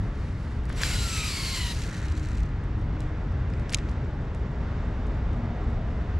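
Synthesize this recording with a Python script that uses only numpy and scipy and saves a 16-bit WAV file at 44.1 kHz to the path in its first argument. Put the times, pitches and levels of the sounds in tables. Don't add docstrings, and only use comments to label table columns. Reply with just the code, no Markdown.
import sys
import numpy as np
from scipy import signal
from scipy.fft import rfft, irfft, next_fast_len
from scipy.io import wavfile

SR = 44100
rng = np.random.default_rng(int(sys.argv[2]) if len(sys.argv) > 2 else 0)


def gain_from_decibels(decibels):
    exponent = np.asarray(decibels, float) / 20
    return 10 ** exponent


def inscribe(sig):
    pcm = np.round(np.clip(np.atleast_2d(sig).T, -1, 1) * 32767)
    wavfile.write(sys.argv[1], SR, pcm.astype(np.int16))


N = 273023
FFT_SIZE = next_fast_len(N)


def rms_one(x):
    return x / np.sqrt(np.mean(x ** 2) + 1e-20)


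def in_time(rows, fade=0):
    s, *columns = np.transpose(rows)
    t = np.arange(N) / SR
    gate = np.clip(np.minimum(t - s[0], s[-1] - t) / (fade + 1e-9) + 1, 0, 1)
    return [np.interp(t, s, c) for c in columns] + [gate]


def plateau(start_s, end_s, fade_s):
    t = np.arange(N) / SR
    coming = (t - start_s) / min(fade_s, .12)
    going = (end_s - t) / fade_s
    return np.clip(np.minimum(coming, going) + 1, 0, 1) ** 2


def at_hz(points, hz):
    point_hz, value = np.transpose(points)
    return np.interp(np.log(hz), np.log(point_hz), value)


def drift(hz, size=N):
    r = np.exp(-2 * np.pi * hz / SR)
    run_in = size // 6
    noise = rng.standard_normal(size + run_in)
    return rms_one(signal.lfilter([1], [1, -2 * r, r * r], noise)[run_in:])


def resonate(x, hz, width_hz):
    r = np.exp(-np.pi * width_hz / SR)
    poles = [1, -2 * r * np.cos(2 * np.pi * hz / SR), r * r]
    return signal.lfilter([(1 - r * r) / 2, 0, (r * r - 1) / 2], poles, x)


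def motor_tone(hz, width_hz):
    once = resonate(rng.standard_normal(N), hz, width_hz)
    return rms_one(resonate(once, hz, 2 * width_hz))


def ring(clicks, hz, t60):
    r, w = gain_from_decibels(-60 / (t60 * SR)), 2 * np.pi * hz / SR
    return signal.lfilter([0, np.sin(w)], [1, -2 * r * np.cos(w), r * r], clicks + 1e-18)


def to_sound(spectra):
    return irfft(spectra, FFT_SIZE)[:, :N]


# (frequency [Hz], likeness [0..1])
LIKENESS = [(30, 1), (125, 1), (250, 0.98), (500, 0.94), (1000, 0.93), (3000, 0.77), (8000, 0.77),
            (12000, 0.45)]


def stereo_noise(colour):
    hz = np.maximum(np.fft.rfftfreq(FFT_SIZE, 1 / SR), 1)
    edge = (hz > colour[0][0]) * (hz < colour[-1][0])
    mid, side = rfft(rng.standard_normal((2, FFT_SIZE))) * gain_from_decibels(at_hz(colour, hz)) * edge
    alike = np.clip(at_hz(LIKENESS, hz), 0, 1)
    pair = np.sqrt(1 + alike) * mid + np.sqrt(1 - alike) * side * [[1], [-1]]
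    return hz, pair / np.sqrt(np.mean(to_sound(pair) ** 2))


def whine(gate, hz, level_db, width_hz, steady):
    blur = drift(width_hz, size=56000) + 1j * drift(width_hz, size=56000)
    blur = 1.25 * blur / np.sqrt(np.abs(blur) + .01)
    on, out = np.flatnonzero(gate > 0)[:len(blur)], np.zeros(N)
    turn = np.exp(2j * np.pi * np.cumsum((hz * np.ones(N))[on]) / SR)
    tone = np.real((steady + (1 - steady) * blur[:len(on)]) * turn)
    out[on] = gate[on] * gain_from_decibels(level_db[on]) * tone
    return out


# (time [s], pitch [Hz], effort [dB])
FAST_SPOOL = [(.87, 1501, -12), (.93, 1466, 0), (.98, 1443, -5.5), (1.04, 1381, -1), (1.1, 1340, 2),
              (1.17, 1296, 1), (1.23, 1263, 1), (1.285, 1246, 0)]
SLOW_SPOOL = [(1.3, 1181, -4), (1.345, 1125, -3), (1.375, 1090, 2), (1.44, 1081, -2), (1.52, 1073, -2),
              (1.65, 968, -2.5), (1.72, 938, -5)]
# (frequency [Hz], level [dB])
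WHINE_RESPONSE = [(940, -42), (1150, -46), (1330, -39.5), (1500, -38.5), (2100, -36.5), (2300, -38.5),
                  (2550, -37), (2720, -51), (2880, -37.5), (3800, -62)]
# blur width [Hz], then share of clean tone
WHINE_WIDTH_HZ = [46, 160, 200]
WHINE_STEADY = [.7, .55, .3]


def spool(stage):
    hz, effort_db, gate = in_time(stage, fade=0.023)
    out = 0
    for k, width_hz, steady in zip((1, 2, 3), WHINE_WIDTH_HZ, WHINE_STEADY):
        level_db = effort_db + at_hz(WHINE_RESPONSE, k * hz)
        out = out + whine(gate, k * hz, level_db, width_hz, steady)
    return out


# (time [s], centre [Hz], level [dB])
RUB = [(1.27, 4820, -44), (1.32, 4640, -42), (1.38, 4500, -41.5), (1.45, 4390, -41), (1.55, 4320, -41),
       (1.62, 4030, -42), (1.72, 3880, -46)]
RUB_WIDTH_HZ, CORE_OFFSET_HZ, CORE_DB = 280, 120.3, -5


def brake_rub():
    hz, level_db, gate = in_time(RUB, fade=.025)
    out = whine(gate, hz, level_db, RUB_WIDTH_HZ, steady=0)
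    for side in (-1, 1):
        out = out + whine(gate, hz + side * CORE_OFFSET_HZ, level_db + CORE_DB, 90, steady=0.17)
    return out


# (peak time [s], rise [s], fall [s], pitch [Hz], width [Hz], level [dB])
PLATE = [(.84, 0.01, 0.18, 7280, 220, -44), (1.19, 0.41, 0.17, 7620, 221, -41.5),
         (1.38, .1, 0.11, 7500, 200, -49), (1.57, 0.1, 0.11, 7380, 220, -45),
         (1.85, 0.09, 0.17, 7500, 220, -64), (2.2, 0.33, 0.24, 7500, 200, -65.5)]
GUIDE = [(.99, .06, 0.063, 3960, 110, -37.5), (1.06, 0.029, .04, 4170, 100, -48),
         (1.61, 0.08, .1, 3020, 150, -42), (1.19, 0.05, 0.13, 3830, 150, -40),
         (0.79, .05, .08, 5700, 130, -53), (1.2, 0.089, 0.12, 2400, 260, -39),
         (1.16, .1, .12, 6000, 280, -42), (.9, 0.046, .07, 2100, 200, -39), (2.0, .2, .35, 3900, 180, -58)]
SING_EDGE_DB = -9


def singing(swells, steady):
    out = 0
    for s, rise_s, fall_s, hz, width_hz, peak_db in swells:
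        swell = [(s - rise_s, SING_EDGE_DB), (s, 0), (s + fall_s, SING_EDGE_DB)]
        level_db, gate = in_time(swell, fade=.02)
        out = out + whine(gate, hz, peak_db + level_db, width_hz, steady)
    return out


# (frequency [Hz], width [Hz], level [dB])
HOUSING = [(3980, 450, -27), (9800, 1000, -14), (7500, 300, -9)]


def through_housing(x):
    return rms_one(x + sum(gain_from_decibels(level_db - 9) * resonate(x, hz, width_hz) for hz, width_hz, level_db in HOUSING))


# (time [s], level [dB])
HISS = [(.69, -62), (.75, -58), (.78, -42.5), (.81, -45), (.83, -32), (.88, -35), (1.58, -35.5),
        (1.72, -41), (1.74, -57)]
# (frequency [Hz], density [dB per Hz])
HISS_COLOUR = [(530, -71), (900, -8.5), (2790, 3), (3370, -0.5), (4330, 3.5), (6570, -3), (7490, -4),
               (8230, -8), (10400, -12), (13900, -26.5), (15500, -45)]
HISS_BRIGHT_DB = 7.5
# (start [s], end [s], fade [s], level [dB], brightness [dB])
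BRUSHES = [
    (0.0, 0.07, 0.075, -64.5, 1),
    (0.154, 0.525, 0.31, -61.5, 1),
    (1.738, 1.763, 0.35, -45.5, 5),
    (1.97, 2.397, .06, -62.5, 3),
]


def line_hiss():
    level_db, gate = in_time(HISS, fade=0.012)
    hz, pair = stereo_noise(HISS_COLOUR)
    top = np.clip(np.log2(hz / 7000), 0, 1)
    dull, bright = to_sound(pair * (1 - top)), to_sound(pair * top)
    out = gate * gain_from_decibels(level_db) * through_housing(dull + gain_from_decibels(HISS_BRIGHT_DB) * bright)
    for start_s, end_s, fade_s, brush_db, bright_db in BRUSHES:
        brush = through_housing(dull + gain_from_decibels(bright_db) * bright)
        out = out + plateau(start_s, end_s, fade_s) * gain_from_decibels(brush_db) * brush
    return gain_from_decibels(drift(24)) * out


# (time [s], level [dB])
WHIP = [(0.71, -48), (0.762, -50), (.815, -34), (0.832, -37), (0.848, -37), (0.95, -47)]
# (frequency [Hz], density [dB per Hz])
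WHIP_COLOUR = [(250, -4), (600, -2), (1200, -2), (2000, -1), (3500, -5), (7000, -21)]


def whip():
    level_db, gate = in_time(WHIP, fade=0.04)
    return gate * gain_from_decibels(level_db + 1.4 * drift(60)) * to_sound(stereo_noise(WHIP_COLOUR)[1])


# (time [s], peak [dB])
FLUTTER = [(1.7453, -47.3), (1.7505, -43.8), (1.7609, -46), (1.767, -43), (1.7738, -43), (1.7812, -46.7),
           (1.79, -46), (1.7956, -46), (1.8013, -54), (1.8065, -44.4), (1.82, -41), (1.827, -42),
           (1.8374, -42), (1.8422, -44), (1.8496, -43.4), (1.8578, -47.7), (1.8655, -48.5), (1.8702, -49.7),
           (1.8771, -45), (1.8866, -51.6), (1.892, -45.1), (1.8984, -47.6), (1.909, -50.3), (1.9146, -48.0),
           (1.9289, -47.8), (1.9342, -48.9), (1.9415, -48.9), (1.9459, -48), (1.9508, -48), (1.96, -48),
           (1.9679, -46), (1.9732, -49.9), (1.979, -47.4), (1.9848, -49), (1.99, -50.3), (1.9948, -55),
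           (2.0011, -50.8), (2.0064, -54), (2.0183, -49.2), (2.0285, -50.1), (2.0343, -49), (2.0406, -49.9),
           (2.0493, -52.1), (2.0549, -47), (2.0597, -50.8), (2.0662, -49)]
LATE_FLUTTER = [(2.0844, -46), (2.0911, -55.1), (2.1015, -52.4), (2.1092, -62), (2.1166, -50),
                (2.1225, -46), (2.1333, -60), (2.1427, -60), (2.1533, -52), (2.1636, -56.3), (2.1695, -50),
                (2.1771, -46), (2.1837, -50), (2.1972, -48), (2.2038, -57.1), (2.2144, -60.1),
                (2.2203, -55.7), (2.23, -51), (2.2356, -52.6), (2.2417, -52.7), (2.2505, -49.8),
                (2.2587, -49), (2.2715, -52.7), (2.2779, -58.5), (2.288, -48), (2.2977, -55.8),
                (2.3083, -53.2), (2.3174, -50), (2.3327, -52), (2.347, -57.1), (2.3515, -54.6),
                (2.3559, -52), (2.3695, -54.5), (2.3756, -50), (2.3835, -50), (2.3946, -54.6),
                (2.4052, -50.5), (2.4175, -66), (2.4223, -64.5), (2.4338, -50.5), (2.4472, -66.3),
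                (2.457, -59.5), (2.4632, -58), (2.4766, -67), (2.4904, -61), (2.4999, -69), (2.5071, -68)]
# (frequency [Hz], density [dB per Hz])
FLUTTER_COLOUR = [(2400, -6), (3000, -5), (3730, -12), (4230, -4.5), (5020, -13), (5950, -6), (7500, -12),
                  (8230, -13), (14500, -37)]
SLAP_GAIN_DB, SLAP_S = 1, 0.0086


def flutter():
    slaps, rows = np.zeros(N), np.array(FLUTTER + LATE_FLUTTER)
    slaps[(rows[:, 0] * SR).astype(int)] = gain_from_decibels(rows[:, 1] + SLAP_GAIN_DB)
    puff = np.hanning(round(SLAP_S * SR))
    return signal.fftconvolve(slaps, puff, "same") * to_sound(stereo_noise(FLUTTER_COLOUR)[1])


# (time [s], peak [dB], softness cut [Hz])
KNOCKS = [(.7012, -25, 1500), (0.8175, -22, 2600), (0.8256, -29, 2400), (.8341, -9.5, 8000),
          (.8353, -17, 5000)]
# (frequency [Hz], level [dB], t60 [s])
BLANK = [(1250, -8, .003), (1750, 0, .004), (2600, -4, .0025), (3500, -3, .0025), (4500, -3, .0025),
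         (5500, -4, .0025)]


def knocks():
    out, click = np.zeros(N), np.eye(1, 1024)[0]
    body = sum((-1) ** k * gain_from_decibels(db) * ring(click, hz, t60) for k, (hz, db, t60) in enumerate(BLANK))
    for s, peak_db, cut_hz in KNOCKS:
        knock = signal.sosfilt(signal.butter(2, cut_hz, fs=SR, output="sos"), body)
        start = round(s * SR)
        out[start:start + 1024] += gain_from_decibels(peak_db) * knock / np.abs(knock).max()
    return out


CLICK_S, CLICK_DB = 3.7451, -19.5
# (time after the snap [s], level [dB])
REBOUNDS = [(0, -6), (.0004, 2.5), (.0011, -7), (.0017, -7), (.0029, -8), (.0048, -17), (.0075, -25.5)]
# (frequency [Hz], level [dB], t60 [s])
REEL = [(2200, -15, 0.019), (2490, -2.5, 0.008), (2840, -11, 0.0081), (3800, 8.5, 0.0044),
        (4500, -13.5, 0.012), (5300, 0, 0.0065), (6260, 2, 0.0066), (6700, 2, 0.0034),
        (7700, -20.5, 0.0067), (9000, -18, 0.0057), (10800, -25, 0.0046), (12700, -16, 0.0043)]
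# low edge, high edge [Hz]
CONTACT_BAND_HZ = [2200, 11000]


def clutch():
    after_s, rebound_db = np.transpose(REBOUNDS)
    at, out = [round((CLICK_S + s) * SR) for s in after_s], np.zeros(N)
    for hz, level_db, t60 in REEL:
        clicks = np.zeros(N)
        clicks[at] = gain_from_decibels(CLICK_DB + level_db + rebound_db + rng.normal(0, 1.5, len(at)))
        out += ring(clicks, hz, t60)
    return signal.sosfilt(signal.butter(5, CONTACT_BAND_HZ, "band", fs=SR, output="sos"), out)


def bank_echo(x):
    dull = signal.sosfilt(signal.butter(1, 6000, fs=SR, output="sos"), x)
    lags = (rng.uniform(0.001, .014, (2, 6)) * SR).astype(int)
    return np.array([sum(gain_from_decibels(-12 - 1400 * lag / SR) * np.roll(dull, lag) for lag in side) for side in lags])


# (time [s], peak [dB], brightest [Hz])
TICKS = [(0.6372, -53, 7000), (0.654, -43, 7000), (0.6954, -38.5, 9000), (0.727, -39, 6500),
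         (0.8172, -23, 8500), (0.821, -27, 7500), (0.8263, -33, 5500), (0.663, -50, 6000),
         (2.639, -52, 9000), (2.687, -58, 11000), (2.777, -55, 11000), (2.795, -57, 11000),
         (2.815, -53, 8500), (3.323, -56, 7000), (3.62, -58, 10000), (5.17, -58, 8000), (5.45, -60, 8000),
         (3.005, -35, 5800), (3.0186, -43, 2580), (3.5013, -49, 6000), (3.5367, -42, 3380),
         (3.5967, -46, 4670), (3.888, -41.5, 3220), (3.894, -44, 5600), (3.9144, -47, 8000),
         (4.348, -43.5, 6200), (4.883, -55, 6900), (5.0686, -48.5, 5600), (5.3326, -48, 4500),
         (5.702, -56, 7000)]
TEETH = [(3.6945, -32, 4200), (3.701, -38, 7040), (3.7045, -43, 7000), (3.7068, -45, 6530),
         (3.719, -39, 4200), (3.7224, -34, 2600), (3.726, -27, 7500), (3.7292, -31, 9500),
         (3.7342, -23.5, 3950), (3.738, -28, 3200), (3.7408, -34, 4500), (3.77, -43, 6000),
         (3.7715, -43, 5000), (3.776, -44, 7000), (3.7854, -33, 3870), (3.79, -41, 3500)]
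# (low edge [Hz], high edge [Hz])
TICK_BANDS_HZ = [(1600, 2900), (3200, 5700), (6400, 9000), (9800, 12000)]
TICK_BAND_TRIM_DB = [4, -0.5, -4, -12]
TICK_SLOPE_DB_PER_OCTAVE, TICK_T60_S = 7, 0.011


def ticks():
    out, t, contacts = np.zeros((2, N)), np.arange(2048) / SR, TICKS + TEETH
    bands = [signal.butter(3, edges, "band", fs=SR, output="sos") for edges in TICK_BANDS_HZ]
    centres = np.sqrt(np.prod(TICK_BANDS_HZ, axis=1))
    decay = gain_from_decibels(-60 * t / TICK_T60_S) + 0.07 * gain_from_decibels(-60 * t / 0.03)
    for s, peak_db, hz in contacts:
        burst = (rng.standard_normal(2048) + 4.6 * (t == 0)) * decay
        parts = [signal.sosfilt(band, burst) for band in bands]
        bands_db = peak_db - TICK_SLOPE_DB_PER_OCTAVE * np.log2(centres / hz) ** 2 + TICK_BAND_TRIM_DB
        tick = sum(gain_from_decibels(db) * part / np.abs(part).max() for db, part in zip(bands_db, parts))
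        start, pan_db = round(s * SR), rng.normal(0, 1)
        out[:, start:start + 2048] += tick * gain_from_decibels([[pan_db], [-pan_db]])
    return out


# (frequency [Hz], density [dB per Hz])
RUSTLE_COLOUR = [(3000, -21.5), (5000, -5.5), (7000, -2.5), (7600, -0.5), (8200, -6), (10200, -13),
                 (11200, -12.5), (14000, -37)]
WISPS_FROM_S = 2.5
WISP_BELOW_TICK_DB, WISP_TOP_DB, WISP_REST_DB = 27.5, -65, -84
WISP_RISE_S, WISP_FALL_DB_PER_S = 0.022, 150


def rustle():
    t, level_db = np.arange(N) / SR, WISP_REST_DB + 3.8 * drift(3.3)
    for s, peak_db, hz in TICKS + TEETH:
        top_db = min(peak_db - WISP_BELOW_TICK_DB, WISP_TOP_DB)
        below_db = np.where(t < s, 20 * (s - t) / WISP_RISE_S, WISP_FALL_DB_PER_S * (t - s))
        level_db = np.maximum(level_db, top_db - below_db)
    grit = to_sound(stereo_noise(RUSTLE_COLOUR)[1])
    return plateau(WISPS_FROM_S, N / SR, .05) * gain_from_decibels(level_db + 2 * drift(70)) * grit


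# (start [s], end [s], fade [s], level [dB])
MURMURS = [
    (1.77, 2.056, 1, -48.5),
    (3.05, 3.704, 0.42, -57),
    (5.298, 5.506, 0.26, -58),
]
# (frequency [Hz], density [dB per Hz])
MURMUR_COLOUR = [(900, -20), (1400, 4.5), (2000, 4), (2600, -4), (3200, -17), (6000, -26.5)]


def murmur():
    swell = sum(gain_from_decibels(db) * plateau(start_s, end_s, fade_s) for start_s, end_s, fade_s, db in MURMURS)
    return swell * gain_from_decibels(1.2 * drift(8.6)) * to_sound(stereo_noise(MURMUR_COLOUR)[1])


# (time [s], gust [dB], traffic nearness [dB])
RUMBLE = [(0, 3.5, -0.5), (.35, -3.5, -2.5), (.85, 4, -1), (1.3, -3.5, -1), (1.9, -1, -2), (2.7, 2, -1.5),
          (3.0, 3, 0.5), (3.9, 0, 2), (4.5, -0.5, 3), (5.6, 3, 4.5), (6.19, 4, 0)]
RUMBLE_REGIONS_HZ = [70, 260, 650, 1500]
REGION_FOLLOWS = [(0.77, 0.017), (0, 0.17), (0.32, 0.92)]
# (frequency [Hz], density [dB per Hz])
RUMBLE_COLOUR = [(12, -31.5), (20, -9), (49, 1.5), (91, -1.5), (175, -12), (224, -15.5), (278, -18.5),
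                 (309, -20.5), (363, -23.5), (411, -22), (449, -24.5), (725, -28.5), (1400, -41),
                 (1820, -69.5), (3080, -120)]
AIR_COLOUR = [(820, -0.5), (1400, 0), (2020, -3), (2400, -9), (2750, -10.5), (3320, -14.5), (3600, -14),
              (3870, -17), (5640, -22.5), (7320, -29.5), (10200, -47.5), (11200, -68), (15600, -95),
              (22000, -120)]
# (pitch [Hz], width [Hz], level [dB])
DRONES = [(56, 10, -46), (233.3, 10, -53.5), (306.5, 6.9, -57), (418, 18, -61.5), (758, 120, -69),
          (3655, 280, -76)]
RUMBLE_DB, AIR_DB, AIR_LIFT_DB, AIR_FOLLOWS = -29, -50.5, 2, 0.19


def rumble():
    hz, pair = stereo_noise(RUMBLE_COLOUR)
    gust_db, traffic_db, gate = in_time(RUMBLE)
    air_db = AIR_DB + AIR_LIFT_DB + AIR_FOLLOWS * traffic_db + 0.66 * drift(4.1)
    out = gain_from_decibels(air_db) * to_sound(stereo_noise(AIR_COLOUR)[1])
    regions = np.eye(4)
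    regions[2] += regions[3]
    for region, (gusty, busy) in zip(regions, REGION_FOLLOWS):
        share = np.interp(np.log(hz), np.log(RUMBLE_REGIONS_HZ), region)
        level_db = RUMBLE_DB + gusty * gust_db + busy * traffic_db + 0.35 * drift(3.2)
        out = out + gain_from_decibels(level_db) * to_sound(pair * share)
    for drone_hz, width_hz, drone_db in DRONES:
        level_db = drone_db + traffic_db * (drone_hz > 100) + 2 * drift(1.0)
        out = out + gain_from_decibels(level_db) * motor_tone(drone_hz, width_hz)
    return out


MOTOR_START_S, MOTOR_RISE_S, MOTOR_HZ, MOTOR_DB, MOTOR_FADE_DB_PER_S = 5.4, .2, 706, -45.5, 8.5
WAVER_HZ, WAVER_PERIOD_S, WAVER_TOP_S, WAVER_DB = 34.4, .45, 5.62, -1


def far_motor():
    t = np.arange(N) / SR
    waver = np.cos(2 * np.pi * (t - WAVER_TOP_S) / WAVER_PERIOD_S)
    level_db = MOTOR_DB + WAVER_DB * waver - MOTOR_FADE_DB_PER_S * np.abs(t - WAVER_TOP_S)
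    gate = plateau(MOTOR_START_S, N / SR, MOTOR_RISE_S)
    return whine(gate, MOTOR_HZ + WAVER_HZ * waver, level_db, 35, steady=0.33)


# (start [s], end [s], fade [s], pitch [Hz], width [Hz], level [dB])
HUMS = [(1.88, 3.78, 0.72, 307, 4.4, -49.5), (5.0, 6.2, 0.34, 418, 11, -54.5),
        (5.4, 5.9, 0.27, 225, 15, -49), (2, 3.65, 0.35, 142.2, 12, -44.5), (3.6, 4.6, .4, 232, 8, -50.5)]


def hums():
    return sum(gain_from_decibels(db) * plateau(start_s, end_s, fade_s) * motor_tone(hz, width_hz)
               for start_s, end_s, fade_s, hz, width_hz, db in HUMS)


CRICKET_S = [3.875, 3.915, 4.015, 4.05, 4.215, 4.25, 4.52, 4.56, 4.82, 4.855, 5.15, 5.37, 5.61, 5.645, 5.69,
             5.72]
CRICKET_HZ, CRICKET_DB, CRICKET_PULSE_S = 7600, -71, .018


def cricket():
    pulses = np.zeros(N)
    pulses[(np.array(CRICKET_S) * SR).astype(int)] = gain_from_decibels(CRICKET_DB + rng.normal(0, 2, len(CRICKET_S)))
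    envelope = signal.fftconvolve(pulses, np.hanning(round(CRICKET_PULSE_S * SR)), "same")
    return envelope * np.sin(2 * np.pi * CRICKET_HZ * np.arange(N) / SR)


NEAR_LEFT_DB, NEAR_NARROWING = .45, .25


def scene():
    whining = spool(FAST_SPOOL) + spool(SLOW_SPOOL)
    rubbing = brake_rub() + singing(PLATE, steady=0) + singing(GUIDE, steady=.1)
    snap = -knocks() - clutch()
    reel = whining + rubbing + snap + bank_echo(snap + 0.25 * rubbing)
    near = reel + line_hiss() + whip() + flutter() + ticks()
    near = near + NEAR_NARROWING * (near.mean(axis=0) - near)
    near = near * gain_from_decibels([[NEAR_LEFT_DB], [-NEAR_LEFT_DB]])
    return near + rustle() + murmur() + rumble() + far_motor() + hums() + cricket()


def band_limit(x):
    return signal.sosfilt(signal.butter(12, 15620, fs=SR, output="sos"), x)


# (frequency [Hz], level [dB])
PORT_BALANCE = [(60, .7), (290, .5), (640, -.4), (1410, -.2), (3100, -.4), (5600, .2), (9500, 0),
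                (15000, -.5)]
# (frequency [Hz], lag [rad])
PORT_LAG = [(30, 0), (300, .12), (700, .35), (1460, .3), (3000, .6), (5200, .35), (9500, .35), (12500, 0)]
TOP_HZ, LIMIT, CLOSE_S = 15300, .8, .0001


def record(dry):
    dry = signal.sosfiltfilt(signal.cheby2(10, 25, TOP_HZ + 400, fs=SR, output="sos"), dry)
    size = next_fast_len(N + 4096)
    hz = np.fft.rfftfreq(size, 1 / SR) + 1
    late = gain_from_decibels(at_hz(PORT_BALANCE, hz)) * np.exp(-1j * at_hz(PORT_LAG, hz))
    left = irfft(rfft(np.pad(dry[0], (0, size - N), "reflect")) * late, size)[:N]
    rounded = LIMIT * np.tanh(np.array([left, dry[1]]) / LIMIT)
    left_s = np.arange(N, 0, -1) / SR
    closing = np.sin(np.pi / 2 * np.minimum(left_s / CLOSE_S + 0.033, 1))
    return band_limit(rounded * closing)


dry = scene()
out = record(dry)
inscribe(out)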